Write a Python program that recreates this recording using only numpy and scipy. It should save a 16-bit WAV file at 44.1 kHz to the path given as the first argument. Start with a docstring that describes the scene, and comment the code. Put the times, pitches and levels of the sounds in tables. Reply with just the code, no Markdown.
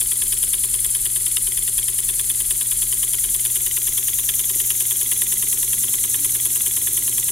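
"""From the start a tiny oscillating-cylinder engine on a wooden block runs on compressed air, near ten
turns a second: noise hisses from its ports in crank-timed puffs, and struck modes ring at three knocks
a turn, some standing out. Under it lie room noise, mains hum sines, a resonant rumble and a faint far motor.
The listener walks from near the cylinder side past a corner towards the front. From 3.3 s four dull
bumps ring; from 4.2 s the motor, two orders over a noise roar, speeds up as the rumble fades."""
import sys
import numpy as np
from scipy import signal
from scipy.fft import rfft, irfft, next_fast_len
from scipy.io import wavfile
from scipy.ndimage import uniform_filter1d, map_coordinates

SR = 44100
rng = np.random.default_rng(int(sys.argv[2]) if len(sys.argv) > 2 else 0)


def waveform_to_disk(signal):
    """Save audio, clipped to [-1, 1], as 16-bit WAV at the path in sys.argv[1]."""
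    frames = np.transpose(np.atleast_2d(signal))
    scaled = np.clip(frames, -1, 1) * 32767
    samples = np.round(scaled).astype(np.int16)
    wavfile.write(sys.argv[1], SR, samples)


def invert_db(level):
    """Linear amplitude ratio for a level in decibels (20 dB per decade), elementwise."""
    return 10 ** (np.asarray(level, dtype=float) / 20)


N = 322371


def time_s():
    """Seconds of every sample."""
    return np.arange(N) / SR


def rms_one(x):
    """Scale to rms 1."""
    return x / np.sqrt(np.mean(x ** 2) + 1e-20)


def in_time(rows):
    """Columns of a curve at every sample."""
    s, *columns = np.transpose(rows)
    return [np.interp(time_s(), s, c) for c in columns]


def grid_hz():
    """Frequencies of the FFT grid."""
    return np.fft.rfftfreq(next_fast_len(N), 1 / SR)


def at_hz(points):
    """A spectrum table on the FFT grid, interpolated over log frequency."""
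    hz, value = np.transpose(points)
    return np.interp(np.log(grid_hz() + 1), np.log(hz + 1), value)


def shaped(x, response):
    """Filter by a response on the FFT grid."""
    return irfft(rfft(x, next_fast_len(N)) * response, next_fast_len(N))[..., :N]


def drift(rate_hz):
    """Slow chance of spread 1: noise through a double one-pole lowpass."""
    r = np.exp(-2 * np.pi * rate_hz / SR)
    return rms_one(signal.lfilter([1], [1, -2 * r, r * r], rng.standard_normal(N + SR))[SR:])


def ring(x, hz, t60_s):
    """A two-pole mode: a unit click sets a decaying sine of height 1 ringing."""
    r, w = invert_db(-60 / (t60_s * SR)), 2 * np.pi * hz / SR
    return signal.lfilter([0, np.sin(w)], [1, -2 * r * np.cos(w), r * r], x + 1e-18)


def clicks(s, size):
    """Unit clicks of given sizes at given seconds."""
    out, at = np.zeros(N), np.round(np.asarray(s) * SR).astype(int)
    inside = (at >= 0) & (at < N)
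    np.add.at(out, at[inside], size[inside])
    return out


# Left-right likeness. Each row: frequency in Hz, likeness 0-1.
LIKENESS = [(40, 0.8), (130, 0.96), (290, 0.9), (640, 0.69), (1400, 0.77), (3100, 0.97), (5000, 0.74),
            (8000, 0.93), (15000, 0.9)]


def loosen(a, b):
    """Mix two unrelated signals as mid and side to a pair whose likeness follows the table."""
    alike = np.clip(at_hz(LIKENESS), 0, 1)
    mid = shaped(a, np.sqrt((1 + alike) / 2))
    side = shaped(b, np.sqrt((1 - alike) / 2))
    return mid + side * [[1], [-1]]


# Listener. Each row: time in seconds, bearing (0 cylinder side, 1 corner, 2 front), hiss rms in dB.
WALK = [(0, 0.26, -20), (1, 0.21, -20.5), (2, 0.31, -21), (2.6, 0.36, -20.5), (3.3, 0.51, -20),
        (4, 0.98, -20.5), (4.6, 1.04, -19.5), (5.2, 1.5, -19.5), (5.8, 1.6, -19.5), (6.5, 1.63, -19.5),
        (7.31, 1.67, -20)]
# Left minus right, a list per bearing. 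Each row: frequency in Hz, difference in dB.
LEFT_DB = [
    [(60, 2), (99, 2), (160, -1), (270, -3), (450, 0), (740, -1), (1220, 1.5), (2010, -6), (3330, 0),
     (5500, -2), (9080, 5), (15000, -1)],
    [(60, -1), (99, -5), (160, -2.0), (270, 1), (450, -2.5), (740, 0), (1220, 1.5), (2010, -7), (3330, -4),
     (5500, 0.5), (9080, 4), (15000, 1)],
    [(60, 6), (99, -17), (160, -25), (270, -16), (450, 5), (740, -4), (1220, -2), (2010, -10.5), (3330, -3),
     (5500, -2.5), (9080, 2.0), (15000, -2)],
]
# Phase lead of left over right, a list per bearing. Each row: frequency in Hz, lead in radians.
LEFT_LEADS = [
    [(0, 2.1), (5250, 0.38), (5770, -3), (6550, -0.1), (9730, 0.79), (10900, 0.4), (12800, 1), (16100, 1.5)],
    [(0, 0.063), (1890, -0.57), (5000, 0.88), (5430, -0.024), (9560, 0.8), (10300, 0.94), (10900, 0.28),
     (16100, 0.19)],
    [(0, 0.074), (1720, -0.29), (3100, 0.64), (8010, 0.36), (9470, 0.83), (10100, -1.2), (10700, -0.75),
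     (16100, -0.4)],
]


def heard_from_walk(pair, colours):
    """Each bearing has its own colour, balance and lead; the walk fades between them."""
    bearing = np.clip(in_time(WALK)[0], 0, 2)
    spectrum = rfft(pair, next_fast_len(N))
    out = 0
    for k, colour in enumerate(colours):
        side = invert_db(at_hz(LEFT_DB[k]) / 2) * np.exp(.5j * at_hz(LEFT_LEADS[k]))
        view = irfft(spectrum * colour * np.array([side, 1 / side]), next_fast_len(N))[:, :N]
        out = out + np.clip(1 - abs(bearing - k), 0, 1) * view
    return out


# Crank passing top centre, every fifth turn. Each entry: time in seconds.
CRANK_S = [0.012, 0.5348, 1.0566, 1.5756, 2.092, 2.6127, 3.1363, 3.6642, 4.1883, 4.7044, 5.2206, 5.7334,
           6.2477, 6.768, 7.2862]
TURNS_PER_MARK = 5


def top_centres():
    """Seconds at which each turn begins, smooth through the marks, with one more turn at either end."""
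    marks = np.r_[2 * CRANK_S[0] - CRANK_S[1], CRANK_S, 2 * CRANK_S[-1] - CRANK_S[-2]]
    index = np.arange(len(marks))
    steady = np.polyval(np.polyfit(index, marks, 1), index)
    at = 1 + np.arange(-1, (len(CRANK_S) - 1) * TURNS_PER_MARK + 2) / TURNS_PER_MARK
    wander = map_coordinates(marks - steady, [at], order=3, mode="nearest")
    return np.interp(at, index, steady) + wander


def echoes(rows):
    """Response of the direct sound plus a few early reflections, per channel."""
    return 1 + sum(np.outer([left, right], np.exp(-2j * np.pi * grid_hz() * ms / 1000))
                   for ms, left, right in rows)


# Puffs at the ports. Each row: centre in turns, length in turns, pitch at centre in Hz,
# glide in octaves per turn, width in octaves.
PUFFS = [(-.03, .04, 9600, 8, .22), (.03, .08, 10800, 0, .3), (.04, .012, 5300, 0, .14),
         (.165, .013, 9000, 0, .5), (.56, .045, 10500, 0, .35), (.59, .013, 12500, 0, .45),
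         (.72, .025, 6600, -2, .2), (.7, .07, 10500, 0, .3), (.8, .13, 14500, 0, .3),
         (.85, .12, 5600, 0, .4)]
# Mean puff strength. Each entry: dB over the steady leak.
PUFF_DB = [7.7, 5.3, 4.5, 6.7, 4.2, 4.2, 4.1, 1.4, 0.33, 0.26]
# Hiss colour, a list per bearing. Each row: frequency in Hz, relative level in dB.
HISS = [
    [(2350, -47), (4000, -19), (4850, -22.5), (6100, -19), (7190, -12), (7920, -4), (9030, -1),
     (10200, 1.5), (10500, -1), (11000, -4.5), (11900, -5), (13200, -18.5), (14800, -12.5), (15600, -22)],
    [(2350, -35.5), (4000, -17.5), (4280, -23.5), (4830, -24.5), (5200, -22), (5440, -18), (6530, -6),
     (8060, -6.5), (8580, -5), (9720, -2.5), (10400, -0.5), (11000, -1), (12700, -5), (15600, -12.5)],
    [(2350, -45), (4000, -16), (5020, -27), (5380, -13.5), (5730, -19), (6340, -9), (6870, -8),
     (8240, -3.5), (9240, -5.5), (9950, 0), (10600, 1.5), (13900, -11), (15600, -17)],
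]
# Block, frame and bench reflecting the hiss, a list per bearing.
# Each row: delay in ms, share left, share right (of the direct sound).
REFLECTIONS = [
    [(0.405, 0.15, 0.02), (0.68, 0.18, 0.17), (1.015, -0.01, -0.18), (1.26, 0.03, 0.13)],
    [(0.61, 0.06, -0.05), (0.76, -0.17, -0.05), (0.96, -0.07, -0.03), (1.355, 0.08, -0.02)],
    [(0.425, -0.06, -0.13), (0.545, -0.09, -0.07), (0.75, -0.09, -0.04), (1.345, 0.05, 0.1)],
]


def air(puff_spread_db=0.22, flutter_db=0.57):
    """A steady leak plus puffs: bumps of power in crank angle and pitch, a little different every turn."""
    s = top_centres()
    stft = dict(fs=SR, nperseg=128, noverlap=96)
    hz, t, cells = signal.stft(rng.standard_normal((2, N)), **stft)
    turn = np.interp(t, s, np.arange(len(s)))
    octave = np.log2(hz + 1)[:, None]
    power = 1   # the leak
    luck = rng.standard_normal((len(s) + 3, len(PUFFS)))
    for k, ((centre, length, puff_hz, glide, width), db) in enumerate(zip(PUFFS, PUFF_DB)):
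        nearest = np.round(turn - centre)
        away = turn - centre - nearest
        pitch = np.exp(-.5 * ((octave - np.log2(puff_hz) - glide * away) / width) ** 2)
        strength = invert_db(2 * (db + puff_spread_db * luck[nearest.astype(int), k]))
        power = power + strength * np.exp(-.5 * (away / length) ** 2) * pitch
    a, b = signal.istft(cells * np.sqrt(power), **stft)[1][:, :N]
    flutter = invert_db(flutter_db * drift(400) + 0.53 * drift(48))   # turbulence makes the jet grainy
    # puffs shape time only: their mean lift at each pitch is divided out
    flat = invert_db(at_hz(np.c_[hz, -10 * np.log10(power.mean(1))]))
    colours = [flat * invert_db(at_hz(c)) * echoes(e) for c, e in zip(HISS, REFLECTIONS)]
    jet = heard_from_walk(loosen(a * flutter, b * flutter), colours)
    level = np.sqrt(uniform_filter1d(np.mean(jet, 0) ** 2, SR // 2))
    return invert_db(in_time(WALK)[1]) * jet / level


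# Levels of the linkage are blow strengths, ahead of the mode levels.
MAIN_DB, MAIN_SPREAD_DB, MAIN_SCATTER_MS = -19.5, 0.6, 0.6
REBOUND_MS, REBOUND_SPREAD_DB, REBOUND_SCATTER_MS = 7.9, 2.0, 0.6
RETURN_TURNS, RETURN_SPREAD_DB, RETURN_SCATTER_MS = 0.468, 1.5, 0.4
# Usual strength from each bearing. Each entry: level in dB.
REBOUND_DB = [-26.5, -26, -28.5]
RETURN_DB = [-28, -24.5, -24.5]
# Main knocks harder than the rest. Each row: time in seconds, level in dB.
HARD_KNOCKS = [(0.2208, -15.5), (0.3257, -16.5), (0.9516, -18.5), (1.2659, -16.5), (1.37, -10.5),
               (1.885, -18), (2.1966, -16), (2.301, -18.5), (2.5091, -17), (3.0309, -18.5), (3.9796, -18.5),
               (4.2916, -15), (4.6022, -17.5), (4.705, -14), (5.1183, -15.5), (5.2202, -16), (5.733, -18.5),
               (6.1448, -16), (6.2478, -18.5)]
# Rebounds that stand out, hard or faint. Each row: time in seconds, level in dB.
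ODD_REBOUNDS = [(0.0192, -23.5), (0.5423, -20.5), (1.0646, -23), (1.3785, -31), (3.1456, -23),
                (3.5675, -24.5), (4.299, -22), (5.1263, -23), (5.229, -33), (5.5326, -36), (5.637, -40)]
# Return knocks that stand out, hard or faint. Each row: time in seconds, level in dB.
ODD_RETURNS = [(0.375, -23.5), (1.1078, -42), (1.3152, -24), (1.5218, -21.5), (1.6243, -24), (1.831, -24.5),
               (3.187, -23), (3.3974, -23), (3.7136, -21), (3.9243, -22.5), (4.855, -23.5), (5.2681, -21.5),
               (5.9867, -24.5), (6.0888, -32), (6.4007, -22), (6.9198, -33), (7.231, -22)]


def linkage():
    """Times and strengths of three knocks a turn: main at top centre, its rebound, the return knock."""
    edges = top_centres()
    s, turn_s = edges[1:-1], np.diff(edges)[1:]
    luck = rng.standard_normal((len(s), 6))
    bearing = np.interp(s, *np.transpose(WALK)[:2])
    rebound_db = np.interp(bearing, np.arange(3), REBOUND_DB)
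    return_db = np.interp(bearing, np.arange(3), RETURN_DB)
    main = [s + MAIN_SCATTER_MS * luck[:, 0] / 1000, MAIN_DB + MAIN_SPREAD_DB * luck[:, 1]]
    rebound = [s + (REBOUND_MS + REBOUND_SCATTER_MS * luck[:, 2]) / 1000,
               rebound_db + REBOUND_SPREAD_DB * luck[:, 3]]
    back = [s + RETURN_TURNS * turn_s + RETURN_SCATTER_MS * luck[:, 4] / 1000,
            return_db + RETURN_SPREAD_DB * luck[:, 5]]
    # the outstanding ones replace the nearest knock of their kind
    for (at, db), odd in ((main, HARD_KNOCKS), (rebound, ODD_REBOUNDS), (back, ODD_RETURNS)):
        for odd_s, odd_db in odd:
            k = np.argmin(abs(at - odd_s))
            at[k], db[k] = odd_s, odd_db
    return main, rebound, back


# Scuffs around the return knock. Each row: offset in ms, level in dB ahead of the mode levels.
SCUFFS = [(-9, -31), (13, -37)]


def scuffs(back_s):
    """Faint clicks as slack is taken up around the return knock, scattered in time and level."""
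    slack = rng.standard_normal((len(back_s), 2 * len(SCUFFS)))
    out = np.zeros(N)
    for k, (ms, db) in enumerate(SCUFFS):
        when = back_s + ms / 1000 + 0.0016 * slack[:, 2 * k]
        out += clicks(when, invert_db(db + 3.0 * np.clip(slack[:, 2 * k + 1], -2, 1)))
    return out


MODE_SPREAD_DB = 1.2
# Block boom modes. Each row: frequency in Hz, t60 in seconds,
# peak in dB for main knock, for rebound, for return knock (ahead of the walk's colour).
BOOM = [(316.7, 0.077, -67, -52.5, -56), (382, 0.043, -60, -45.5, -49), (680, 0.019, -57.5, -56.5, -85),
        (1047, 0.027, -49.5, -50.5, -58), (1125, 0.048, -58, -64, -70)]


def boom(back_s, chances):
    """The block booms evenly on the bench: modes rung twice, so they swell after a knock."""
    top = top_centres()[1:-1]
    even = top, top + REBOUND_MS / 1000, back_s
    out = np.zeros(N)
    for m, (hz, t60_s, *boom_db) in enumerate(BOOM):
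        drive = sum(clicks(at - .0015, invert_db(db + .5 * MODE_SPREAD_DB * chance[:, m]))
                    for at, db, chance in zip(even, boom_db, chances))
        peak_one = 2 * np.e * np.log(1000) / (t60_s * SR)
        out += ring(ring(drive, hz, t60_s), hz, t60_s) * peak_one
    return out


# Modes of frame and wooden base. Each row: frequency in Hz, t60 in seconds.
BODY = [(1060, .012), (1295, .04), (1550, .01), (1780, .012), (2050, .016), (2450, .009), (2800, .009),
        (3100, .01), (3420, .012), (3750, .009), (4300, .008), (4850, .009), (5500, .009), (6200, .007)]
# Strike on each mode. Each row: dB for main knock, for rebound, for return knock.
STRIKE_DB = [(-26.5, -22.5, -46), (-28, -26, -36), (-20.5, -10.5, -35), (-12, -11.5, -30), (-14, -12, -9),
             (-12.5, -7, -11), (-7.5, -2.5, -9.5), (-3.5, 1, -4), (-3, 2, -1.5), (-8.5, -6, -15),
             (-15.5, -18, -35), (-13, -11.5, -11.5), (-10, -26, -8), (-16, -29, -13)]
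# Touches making up one knock, the blow first. Each row: offset from the peak in ms, scatter in ms, level in dB.
RATTLE = [(-0.92, .05, 0), (-2, .2, -5), (-3, .3, -8.5), (1.75, .5, -15.5), (3.4, 0.89, -24)]
WORKSHOP_T60_S, WORKSHOP_DB = 0.067, -9
# Knock colour, a list per bearing. Each row: frequency in Hz, level in dB.
KNOCK_COLOUR = [
    [(1000, -0.5), (2500, -1.5), (4000, 0), (5300, 1.5)],
    [(1000, 0.5), (2500, 0), (4000, 0), (5300, 1)],
    [(1000, 2), (2500, 0.5), (4000, -1.5), (5300, -14.5)],
]


def knocks():
    """Every knock is a rattle of touches around one blow, striking the modes a little differently."""
    kinds, out = linkage(), np.zeros(N)
    # columns of chance: body modes, boom modes, then level and time of each touch
    luck = [rng.standard_normal((len(at), len(BODY) + len(BOOM) + 2 * len(RATTLE))) for at, db in kinds]
    back_s = kinds[2][0]
    slack_clicks = scuffs(back_s)
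    for m, ((hz, t60_s), share_db) in enumerate(zip(BODY, STRIKE_DB)):
        sign = (-1) ** m
        drive = sign * invert_db(share_db[2]) * slack_clicks
        for (at, db), share, chance in zip(kinds, share_db, luck):
            size = sign * invert_db(db + share + MODE_SPREAD_DB * chance[:, m])
            for k, (ms, scatter_ms, touch_db) in enumerate(RATTLE):
                when = at + (ms + scatter_ms * chance[:, -1 - 2 * k]) / 1000
                spread_db = (k > 0) * 2.2   # the blow itself keeps its level
                drive += clicks(when, size * invert_db(touch_db + spread_db * chance[:, -2 - 2 * k]))
        out += ring(drive, hz, t60_s)
    out += boom(back_s, [chance[:, len(BODY):] for chance in luck])
    pair = out + invert_db(WORKSHOP_DB) * workshop(out)
    return heard_from_walk(pair, [invert_db(at_hz(c)) for c in KNOCK_COLOUR])


def workshop(x):
    """Short reverberation: a decaying noise tail for each channel."""
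    t = np.arange(SR // 2) / SR
    tail = rng.standard_normal((2, SR // 2)) * invert_db(-60 * t / WORKSHOP_T60_S)
    return signal.fftconvolve(x[None], tail / np.sqrt(np.sum(tail[0] ** 2)), axes=1)[:, :N]


# Room noise spectrum. Each row: frequency in Hz, relative density in dB per Hz.
ROOM_AIR = [(12, -41), (20, 15.5), (123, -0.5), (175, -10), (234, -5), (283, -14.5), (377, -4), (467, -17),
            (868, -16), (1030, -15.5), (1600, -11), (2000, -8.5), (2540, -8.5), (3380, -3.5), (4840, -41.5),
            (6000, -17), (7800, -24), (13200, -120)]
ROOM_AIR_DB = -43   # rms ahead of the walk's balance


def room_air():
    """Broad background of the workshop: shaped noise."""
    pair = loosen(*shaped(rng.standard_normal((2, N)), invert_db(at_hz(ROOM_AIR))))
    return heard_from_walk(invert_db(ROOM_AIR_DB) * rms_one(pair), [1, 1, 1])


# Mains lines. Each row: frequency in Hz, rms in dB ahead of waver and side balance.
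HUM = [(120, -46), (240, -55.5)]


def hum():
    """Mains sines that waver a little, louder and 22 samples later on the right."""
    lines = 0
    for hz, db in HUM:
        level = invert_db(db + .5 * drift(1.1)) * np.sqrt(2)
        lines = lines + level * np.sin(2 * np.pi * (hz * time_s() + rng.random()))
    late = np.r_[np.zeros(22), lines[:-22]]
    return np.array([lines, late]) * invert_db([[-1.2], [1.2]])


RUMBLE_HZ, RUMBLE_WIDTH_HZ = 37.4, 4.5
# Rumble level. Each row: time in seconds, level in dB.
RUMBLE = [(0.0, -38.5), (0.9, -40.5), (2.8, -41.5), (4.05, -45), (5.1, -56), (7.31, -54)]


def rumble():
    """Low room rumble: noise through one narrow resonance, alike in both channels."""
    noise = rng.standard_normal(N + SR)
    return invert_db(in_time(RUMBLE)[0]) * rms_one(ring(noise, RUMBLE_HZ, 1.6 / RUMBLE_WIDTH_HZ)[SR:])


ORDER_DB = -64   # each order between swells, ahead of the motor's nearness and drift


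def swells(rows):
    """A steady level with bell-shaped swells on top."""
    return invert_db(ORDER_DB) + sum(invert_db(db) * np.exp(-.5 * ((time_s() - s) / length_s) ** 2)
                               for s, length_s, db in rows)


# Far motor. Each row: time in seconds, firing rate in Hz, roar level in dB.
MOTOR = [(4.2, 40, -61), (5.2, 45.15, -58), (5.6, 51.2, -54.5), (6.2, 58, -55), (7, 67.8, -54.5),
         (7.3, 70.1, -52)]
# Brief swells of each order. Each row: time in seconds, length in seconds,
# level in dB ahead of the motor's nearness and drift.
FOURTH_SWELLS = [(5.4, 0.08, -48), (5.82, 0.09, -50), (6.8, 0.091, -56)]
FIFTH_SWELLS = [(5.2, 0.069, -51), (5.97, 0.062, -52.5), (6.22, 0.044, -43), (6.37, 0.09, -54),
                (7.0, 0.088, -51)]


def far_motor():
    """Two unsteady orders of a firing rate that climbs, over a dull roar."""
    hz, roar_db = in_time(MOTOR)
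    angle = 2 * np.pi * np.cumsum(hz * (1 + 0.00672 * drift(3.7))) / SR
    fourth = swells(FOURTH_SWELLS) * invert_db(2 * drift(6.0)) * np.sin(4 * angle)
    fifth = swells(FIFTH_SWELLS) * invert_db(2 * drift(6.0)) * np.sin(5 * angle)
    near = invert_db(roar_db - roar_db.max())
    band = signal.butter(1, [70, 350], "band", fs=SR, output="sos")
    roar = signal.sosfilt(band, rng.standard_normal((2, N)))
    return np.sqrt(2) * near * (fourth + fifth) + invert_db(roar_db) * rms_one(loosen(*roar))


# Bumps. Each row: time in seconds, level of the main mode in dB, its frequency in Hz.
BUMPS = [(3.301, -41, 298), (4.561, -35, 334), (5.89, -39.5, 519), (6.641, -43, 680)]


def bumps():
    """Dull short thuds: three damped modes struck by one click."""
    out = np.zeros(N)
    for s, db, hz in BUMPS:
        hit = clicks([s], invert_db(np.array([db])))
        out += ring(hit, hz, .03) + .7 * ring(hit, hz * 1.5, .03) + .6 * ring(hit, hz * .72, .04)
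    return out


def scene():
    """All sources together."""
    return air() + knocks() + room_air() + hum() + rumble() + far_motor() + bumps()


def low_pass(x):
    """Removes everything above the highest recorded frequency."""
    return signal.sosfilt(signal.butter(12, 16570, fs=SR, output="sos"), x)


NOTCH_HZ, NOTCH_WIDTH_HZ = 7867, 190
BASS_CUT_HZ, TOP_EDGE_HZ = 30, 15780


def record(dry):
    """The recorder has a bass cut, a narrow notch in the treble and a steep top edge."""
    notched = signal.lfilter(*signal.iirnotch(NOTCH_HZ, NOTCH_HZ / NOTCH_WIDTH_HZ, SR), dry)
    bass_cut = signal.butter(2, BASS_CUT_HZ, "high", fs=SR, output="sos")
    top_edge = signal.ellip(12, .5, 50, TOP_EDGE_HZ, fs=SR, output="sos")
    mix = signal.sosfilt(np.r_[bass_cut, top_edge], notched)
    return low_pass(mix)


dry = scene()
out = record(dry)
waveform_to_disk(out)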